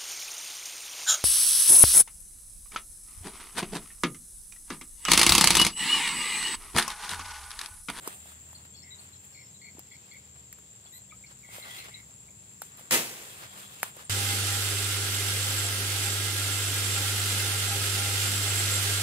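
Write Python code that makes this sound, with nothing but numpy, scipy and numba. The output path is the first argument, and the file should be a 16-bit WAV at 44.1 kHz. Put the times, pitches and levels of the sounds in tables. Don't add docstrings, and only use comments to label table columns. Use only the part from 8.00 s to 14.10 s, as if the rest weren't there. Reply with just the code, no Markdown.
import sys
import numpy as np
from scipy import signal
from scipy.fft import rfft, irfft
from scipy.io import wavfile
from scipy.ndimage import uniform_filter1d
from numba import njit

SR = 44100
rng = np.random.default_rng(int(sys.argv[2]) if len(sys.argv) > 2 else 0)


def master_out(mix):
    frames = np.transpose(np.atleast_2d(mix))
    ceiling = np.clip(frames, -1, 1)
    pcm = np.round(ceiling * 32767).astype(np.int16)
    wavfile.write(sys.argv[1], SR, pcm)


def ratio(d):
    e = np.asarray(d, float) / 20
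    return 10 ** e


N = 268833
T = np.arange(N) / SR
PORT_LAG = 16.0
BLOCK = 4096


def curve(table):
    s, *columns = np.transpose(table)
    return [np.interp(T, s, column) for column in columns]


def unit(x):
    return x / np.sqrt(np.mean(x ** 2))


@njit
def svf(x, hz, width):
    y, b, l = np.empty(len(x)), 0., 0.
    g, k = np.tan(np.pi * hz / SR), width / hz
    for i in range(len(x)):
        v = (b + g * (x[i] - l)) / (1 + g * (g + k))
        b, l, y[i] = 2 * v - b, l + 2 * g * v, k * v
    return y


def band(x, hz, width):
    return np.array([svf(channel + 1e-18, 1. * hz, 1. * width) for channel in x])


def colour(x, table, size=2048):
    hz, db = np.transpose(table)
    bins_hz = np.arange(size // 2 + 1) * SR / size
    log_gain = np.interp(np.log(bins_hz + 1), np.log(hz), db) * np.log(10) / 20
    cepstrum = irfft(log_gain)
    cepstrum[1:size // 2] *= 2
    cepstrum[size // 2 + 1:] = 0
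    impulse = irfft(np.exp(rfft(cepstrum)))
    return signal.oaconvolve(x, impulse[None], axes=1)[:, :N]


def walk(rate):
    step = 32
    k = max(int(SR / step / rate), 1)
    held = np.repeat(rng.standard_normal(N // step // k + 2), k)
    slewed = uniform_filter1d(uniform_filter1d(held, k), k)
    return 1.3 * np.interp(T, np.arange(len(slewed)) * step / SR, slewed)


def ports(x, lag, pan_db):
    return np.array([np.roll(x, int(lag)), x]) * ratio(np.array([[pan_db], [-pan_db]]) / 2)


def grains(count, spread_db, lag=0, scatter=PORT_LAG):
    when, angle, odds, sign = rng.random((count, 4)).T
    size = ratio(-spread_db * np.log(1.002 - odds)) * np.sign(sign - .5)
    left = (when * N).astype(int)
    delay = np.rint(scatter * np.sin(2 * np.pi * angle) - lag).astype(int)
    right = np.clip(left + delay, 0, N - 1)
    return unit(np.array([np.bincount(left, size, N), np.bincount(right, size, N)]))


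def air():
    # frequency in Hz, level in dB per Hz.
    air_spectrum = [(30, -0.5), (55, -12.5), (75, -0.5), (125, 3.5), (200, -4), (260, -10), (420, -11.5),
                    (1200, -21), (2200, -19.5), (3500, -20), (5500, -19), (10500, -22.5), (14500, -21),
                    (16000, -24)]
    wash = colour(grains(count=250000, spread_db=0.0), air_spectrum)
    total = 0
    for hz in 60. * 2 ** np.arange(9):
        swell_db = 1.2 * walk(1.5) + .8 * walk(9)
        total = total + ratio(swell_db) * band(wash, hz, .7 * hz)
    return unit(total) * ratio(-58)


def motor():
    # time in seconds, firing rate in Hz, level in dB.
    engine_course = [(0.0, 76.5, -64), (0.42, 76.5, -58.5), (0.98, 85.4, -61), (1.25, 87.6, -68),
                     (1.55, 90.7, -65), (1.87, 82.4, -67.5), (2.41, 74.9, -61), (2.75, 67.2, -77),
                     (3.15, 67.4, -62), (3.6, 67.3, -74), (4.0, 67.8, -65), (4.5, 68, -73), (6.1, 69, -72)]
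    # frequency in Hz, level in dB.
    hum_tones = [
        (191, -68.5),
        (127.6, -72),
    ]
    hz, db = curve(engine_course)
    turn = 2 * np.pi * np.cumsum(hz) / SR
    engine = ratio(db + 3.0 + 1.0 * walk(5.5)) * (np.sin(turn) + ratio(-21) * np.sin(2 * turn))
    hum = sum(ratio(hum_db + 1.5 + 3.0 * walk(6)) * np.sin(2 * np.pi * hum_hz * T)
              for hum_hz, hum_db in hum_tones)
    return np.array([engine + hum] * 2)


def singers(table, jitter, throb_db, pan_db):
    out = 0
    for hz, width, rate, db, lag in table:
        phase = np.cumsum(rate * (1 + jitter * walk(60))) / SR
        strokes = np.diff(np.floor(phase), prepend=0) * ratio(3.14 * walk(150) + throb_db * walk(12))
        wing = svf(svf(strokes, 1. * hz, 1. * width), 1. * hz, 2. * width)
        out = out + ratio(db) * ports(unit(wing), lag, pan_db)
    return unit(out)


def insects():
    # time in seconds, chorus level in dB, katydid level in dB against the crickets.
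    chorus_course = [(0.0, -57.5, -12), (0.19, -56, -20), (0.63, -57, -20), (1.36, -57, -14.5),
                     (1.92, -57.5, -17.5), (2.88, -57, -13), (4.35, -57, -10.5), (4.82, -56.5, -12),
                     (4.94, -58.5, -10), (5.36, -58, -20), (5.72, -56, -22), (6.1, -57, -24)]
    # wing mode in Hz, its width in Hz, strokes per second, level in dB, lag in samples.
    cricket_wings = [(7285, 72, 200, 1.5, -10), (7220, 150, 120, -2.5, -17), (7420, 63, 81, 1, -5),
                     (7560, 120, 130, -9, -11), (7620, 110, 370, -2.5, 7), (7034, 150, 173, -8, 14),
                     (7790, 870, 190, -5.5, -10.5), (6670, 340, 140, -7, 5)]
    # wing mode in Hz, its width in Hz, strokes per second, level in dB, lag in samples.
    katydid_wings = [(9270, 480, 110, 20, -16.5), (9040, 490, 76, -2.5, -10), (9000, 290, 130, -23, 4),
                     (9100, 590, 255, -6, -1.5), (9370, 490, 550, 3, 4.5)]
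    chorus_db, katydid_db = curve(chorus_course)
    crickets = singers(cricket_wings, jitter=0.22, throb_db=0.0, pan_db=5.0)
    katydids = singers(katydid_wings, jitter=.03, throb_db=1.5, pan_db=4.0)
    return ratio(chorus_db + 5.0) * (crickets + ratio(katydid_db) * katydids)


def notes():
    # start in seconds, peak in dB, pitch in Hz, length in seconds, glide share.
    hoarse_notes = [(0.829, -61, 2050, .12, -0.0031), (1.346, -59, 2310, .1, -0.096),
                    (1.614, -55.5, 2104, .094, 0.049), (1.91, -58, 2116, 0.058, 0.029),
                    (2.112, -56, 2123, 0.067, 0.05), (3.109, -57, 2320, 0.022, -0.0015),
                    (3.237, -56, 2270, 0.014, 0.0022), (3.43, -58, 2220, 0.041, -0.038),
                    (3.482, -58, 2114, .15, 0.0065), (3.616, -55, 2096, .15, -0.074),
                    (3.764, -54.5, 2050, 0.11, 0.074), (3.905, -59, 2133, 0.12, -0.029),
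                    (4.283, -60.5, 2280, 0.0099, 0.011)]
    # start in seconds, peak in dB, pitch in Hz, length in seconds.
    chip_notes = [
        (0.903, -53, 3850, 0.049),
        (1.131, -58, 4080, .016),
        (1.544, -61, 3960, .034),
        (3.625, -45, 3990, 0.015),
        (3.705, -48.5, 3300, 0.022),
        (3.783, -49, 4090, 0.028),
        (3.942, -43, 3940, 0.011),
    ]
    # start in seconds, peak in dB, length in seconds.
    peep_notes = [
        [(.734, -60, 0.028), (1.917, -63, 0.018), (2.113, -61, 0.013), (2.863, -61, 0.02), (3.096, -61, 0.014)],
        [(.551, -50.5, 0.016), (.745, -57, .1), (.984, -54, 0.021), (1.326, -62, 0.11), (1.615, -58.5, 0.09),
         (1.912, -62, 0.063), (2.114, -56.5, 0.025), (2.853, -59, 0.016), (3.263, -58, 0.013)],
        [(.761, -65, .04), (.8237, -58.5, 0.023), (1.157, -71, .018), (1.33, -66.5, 0.16), (1.941, -69, 0.032),
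         (3.268, -65, 0.018)],
    ]
    # start in seconds, peak in dB, length in seconds.
    whistle_notes = [
        (.536, -60, .03),
        (0.984, -55, 0.036),
        (6.038, -49, 0.022),
    ]
    squeak_levels = [-66.5, -55.5, -90, -56, -90, -58]
    rows = [row + (158,) for row in hoarse_notes]
    rows += [row + (0, 140) for row in chip_notes]
    for hz, table in zip((3400, 4397, 5366), peep_notes):
        rows += [(s, db, hz, length, 0, 65) for s, db, length in table]
    rows += [(s, db, 8635, length, 0, 80) for s, db, length in whistle_notes]
    rows += [(2.925, db, k * 1920, .065, .08, k * 60) for k, db in enumerate(squeak_levels, 1)]
    return rows


def birds():
    out = np.zeros(N)
    for s, db, hz, length, glide, rasp_hz in notes():
        t = np.arange(int(np.clip(length, .008, .18) * SR)) / SR
        k = max(int(SR / max(rasp_hz, 5) / 2.5), 1)
        tremor = rng.standard_normal((2, 2 * BLOCK))
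        tremor = uniform_filter1d(uniform_filter1d(tremor, k, axis=1), k, axis=1)
        re, im = unit(tremor)[:, :len(t)]
        turn = 2 * np.pi * hz * (t + glide * t ** 2 / t[-1] / 2)
        throb = 1 + 0.11 * np.sin(2 * np.pi * 95 * t)
        shape = throb * np.minimum(t / 0.0021, 1) * np.clip((t[-1] - t) / (0.16 * t[-1]), 0, 1)
        note = ratio(db) * shape * ((.5 + re) * np.sin(turn) + im * np.cos(turn))
        start = int(s * SR)
        out[start:start + len(t)] += note[:N - start]
    echo = rng.standard_normal((2, 8000)) * ratio(-60 * np.arange(8000) / SR / .2)
    return ports(out, -17.0, 5.3) + ratio(-32) * signal.oaconvolve(out[None], echo, axes=1)[:, :N]


def drip():
    start_s, peak_db, t60_s = 3.123, -44, .07
    start_hz, glide_hz_s = 1230, 2500
    t = np.maximum(T - start_s, 0)
    tone = np.sin(2 * np.pi * (start_hz + glide_hz_s * t / 2) * t)
    return ports(np.minimum(t / .002, 1) * ratio(peak_db - 60 * t / t60_s) * tone, -3, 1.6)


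def ticks():
    # start in seconds, knock peak in dB, body pitch in Hz, crack level in dB.
    impacts = [(.0735, -28.5, 403, -30.5), (0.0723, -26, 1040, -72), (.255, -45, 715, -58),
               (0.317, -48, 1210, -54), (0.528, -44, 900, -50), (.65, -56, 250, -60), (1.25, -68, 260, -52),
               (1.748, -44, 232, -65), (1.769, -46.5, 830, -65), (1.7811, -38.5, 327, -65),
               (1.791, -43, 797, -42.5), (2.135, -70, 900, -56), (2.5252, -42, 2006, -42),
               (2.584, -48, 1385, -56), (2.854, -49, 706, -66), (3.388, -62, 374, -59),
               (3.487, -44.5, 716, -66), (3.581, -36, 573, -59), (4.029, -55, 1200, -72),
               (4.6165, -30, 864, -34.5), (4.6165, -27.5, 1300, -76), (4.77, -56, 282, -49),
               (4.792, -43, 827, -48), (4.807, -47, 533, -59), (5.828, -21, 1540, -25),
               (5.8284, -18, 2220, -60), (5.8281, -22.5, 800, -60), (5.841, -36, 1200, -55),
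               (5.965, -40, 520, -48), (5.991, -40, 1170, -49)]
    contact_s, ring_cycles = 0.001, 6.7
    out = np.zeros((2, N + BLOCK))
    t = np.arange(BLOCK) / SR
    rise = np.minimum(t / contact_s, 1)
    for s, db, hz, crack_db in impacts:
        noise = rng.standard_normal((4, BLOCK))
        knock_db = db - 60 * np.maximum(t - contact_s, 0) * hz / ring_cycles
        knock = ratio(knock_db) * np.sin(2 * np.pi * hz * t)
        snap_db = -7 + db + 0.24 * (crack_db - db)
        snap = ratio(snap_db - 60 * t / 0.06) * svf(noise[0], 1550.0, 4500.0)
        bright = svf(svf(noise[1], 11100.0, 9000.0), 9000.0, 12000.0)
        crack = ratio(crack_db + 15.5 - 60 * t / .008) * bright
        scatter = ratio(crack_db + 1 - 60 * t / 0.042) * band(noise[2:], 9500.0, 9000.0)
        start = int((s + 0.0022) * SR)
        out[:, start:start + BLOCK] += ports(rise * (knock + snap) + crack, 3, 0.44) + rise * scatter
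    return out[:, :N]


def moves():
    # start in seconds, length in seconds, leaves in dB, reeds and cloth in dB against the leaves.
    move_rows = [(.0, 0.15, -54.5, -15, -2), (0.047, 0.18, -54, -9, -7), (0.23, 0.15, -57.5, -7.5, -6.5),
                 (.36, 0.36, -65.5, -10, -3), (0.648, 0.014, -67, -2, 7.5), (.97, 0.16, -64, -5.5, 1),
                 (1.198, 0.2, -67.5, -7, -4), (2.352, 0.019, -77, -8, 15), (3.301, 0.038, -72.5, 1, 9.5),
                 (3.49, 0.22, -56, -2, -7), (3.633, .09, -66, -3, 12), (3.67, .24, -63.5, 10, -2),
                 (3.837, 0.037, -67, 9, 7), (3.881, 0.023, -68, -8, 12), (4.504, .03, -69, -10, -8),
                 (4.62, .09, -60.5, -8, -11), (4.775, 0.06, -59, -11, -2.5), (4.805, 0.15, -67.5, -5, 3),
                 (5.166, 0.46, -58.5, -2, 1), (5.549, 0.17, -56.5, -3.5, 3), (5.67, 0.23, -63, -0.5, 1),
                 (5.817, 0.1, -51.5, -6, -5), (5.943, 0.13, -63.5, -3, 6.5)]
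    attack, hold, edge_db = 0.17, 0.37, 9.5
    power = np.full((3, N), ratio(2 * -75))
    for s, length, db, reeds_db, cloth_db in move_rows:
        x = (T - s) / max(length, .01)
        before = 1 - x / attack
        after = (x - attack - hold) / (1 - attack - hold)
        away = np.maximum(np.maximum(before, after), 0)
        power += ratio(2 * (db - edge_db * away)) * ratio(2 * np.array([[0], [reeds_db], [cloth_db]]))
    return np.sqrt(power)


def rustle():
    # resonance in Hz, its width in Hz, level in dB.
    fold_modes = [
        [(435, 180, -6), (770, 430, -3.5), (1300, 970, 2)],
        [(1800, 980, -1), (2660, 510, 6), (3300, 210, 7), (3700, 180, -2.5), (4830, 16000, -3.5)],
        [(8600, 700, 21), (9800, 18000, -6), (14100, 16000, 5)],
    ]
    slips = grains(count=70000, spread_db=2.5, lag=14, scatter=6)
    layers = []
    for folds, patch_db in zip(fold_modes, (3.5, 3.8, 1.3)):
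        rung = sum(ratio(db + patch_db * walk(30)) * band(slips, hz, width) for hz, width, db in folds)
        layers.append(unit(rung))
    bass, middle, treble = layers
    leaves, reeds, cloth = moves()
    return ratio(3.5) * leaves * treble + ratio(7.5) * reeds * middle + ratio(5.5) * cloth * bass


def blade():
    attack_s, hold_s = 0.015, 0.024
    t = np.maximum(T - 4.9085, 0)
    after = np.maximum(t - attack_s - hold_s, 0)
    bite = ratio(-23.5) * np.minimum(t / 0.00038, 1) * (t < .0055)
    fall = ratio(-24 - 238 * after) + ratio(-37 - 43 * after)
    gain = np.maximum(bite, np.minimum(t / attack_s, 1) * fall)
    bass_db = -3 - 13 * np.exp(-t / 0.015)
    return gain, bass_db


def slash():
    # frequency in Hz, level in dB per Hz.
    leaf_spectrum = [(29, -51), (50, -17.5), (337, -10), (408, -5), (520, -6.5), (694, -7), (927, -7.5),
                     (1540, -5.5), (2010, -2), (2160, -3), (4900, -8.5), (7950, -4.5), (11400, -10),
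                     (14900, -10.5), (16000, -9.5)]
    # frequency in Hz, width in Hz, level in dB.
    stalk_modes = [(176, 45, -3), (249, 22, -1), (343, 26, 2.5), (510, 46, -3.5), (937, 64, -9),
                   (2070, 51, -16), (2390, 49, -17), (2660, 71, -4)]
    gain, bass_db = blade()
    cracks = grains(count=150000, spread_db=1.1, lag=8, scatter=6) * gain * ratio(3.5 + 0.56 * walk(300))
    torn = colour(cracks, leaf_spectrum)
    torn = torn * np.sqrt(np.sum(cracks ** 2) / np.sum(torn ** 2))
    thud = band(band(torn, 390, 760), 370, 970) * (ratio(bass_db + 5.5) - 1)
    ring = sum(ratio(db) * band(cracks, hz, width) for hz, width, db in stalk_modes)
    return torn + thud + ratio(1.5 + 2.0 * walk(60)) * ring


def scene():
    return air() + motor() + insects() + birds() + drip() + ticks() + rustle() + slash()


def band_limit(x):
    return signal.sosfilt(signal.butter(12, 16790, fs=SR, output="sos"), x)


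def record(dry):
    # frequency in Hz, left minus right level in dB.
    port_shade = [(300, -.3), (1290, -.5), (2380, .7), (4400, 1.5), (8120, -2.5), (11000, 2.5),
                  (15000, 4.5)]
    shaded = np.vstack([colour(dry[[k]], np.array(port_shade) * [1, side], size=256)
                        for k, side in enumerate((.5, -.5))])
    bass_cut = signal.butter(3, 62, "highpass", fs=SR, output="sos")
    top_cut = signal.ellip(8, .2, 32, 15600, fs=SR, output="sos")
    heard = signal.sosfilt(top_cut, signal.sosfilt(bass_cut, shaded))
    return band_limit(heard)


dry = scene()
out = record(dry)
master_out(out)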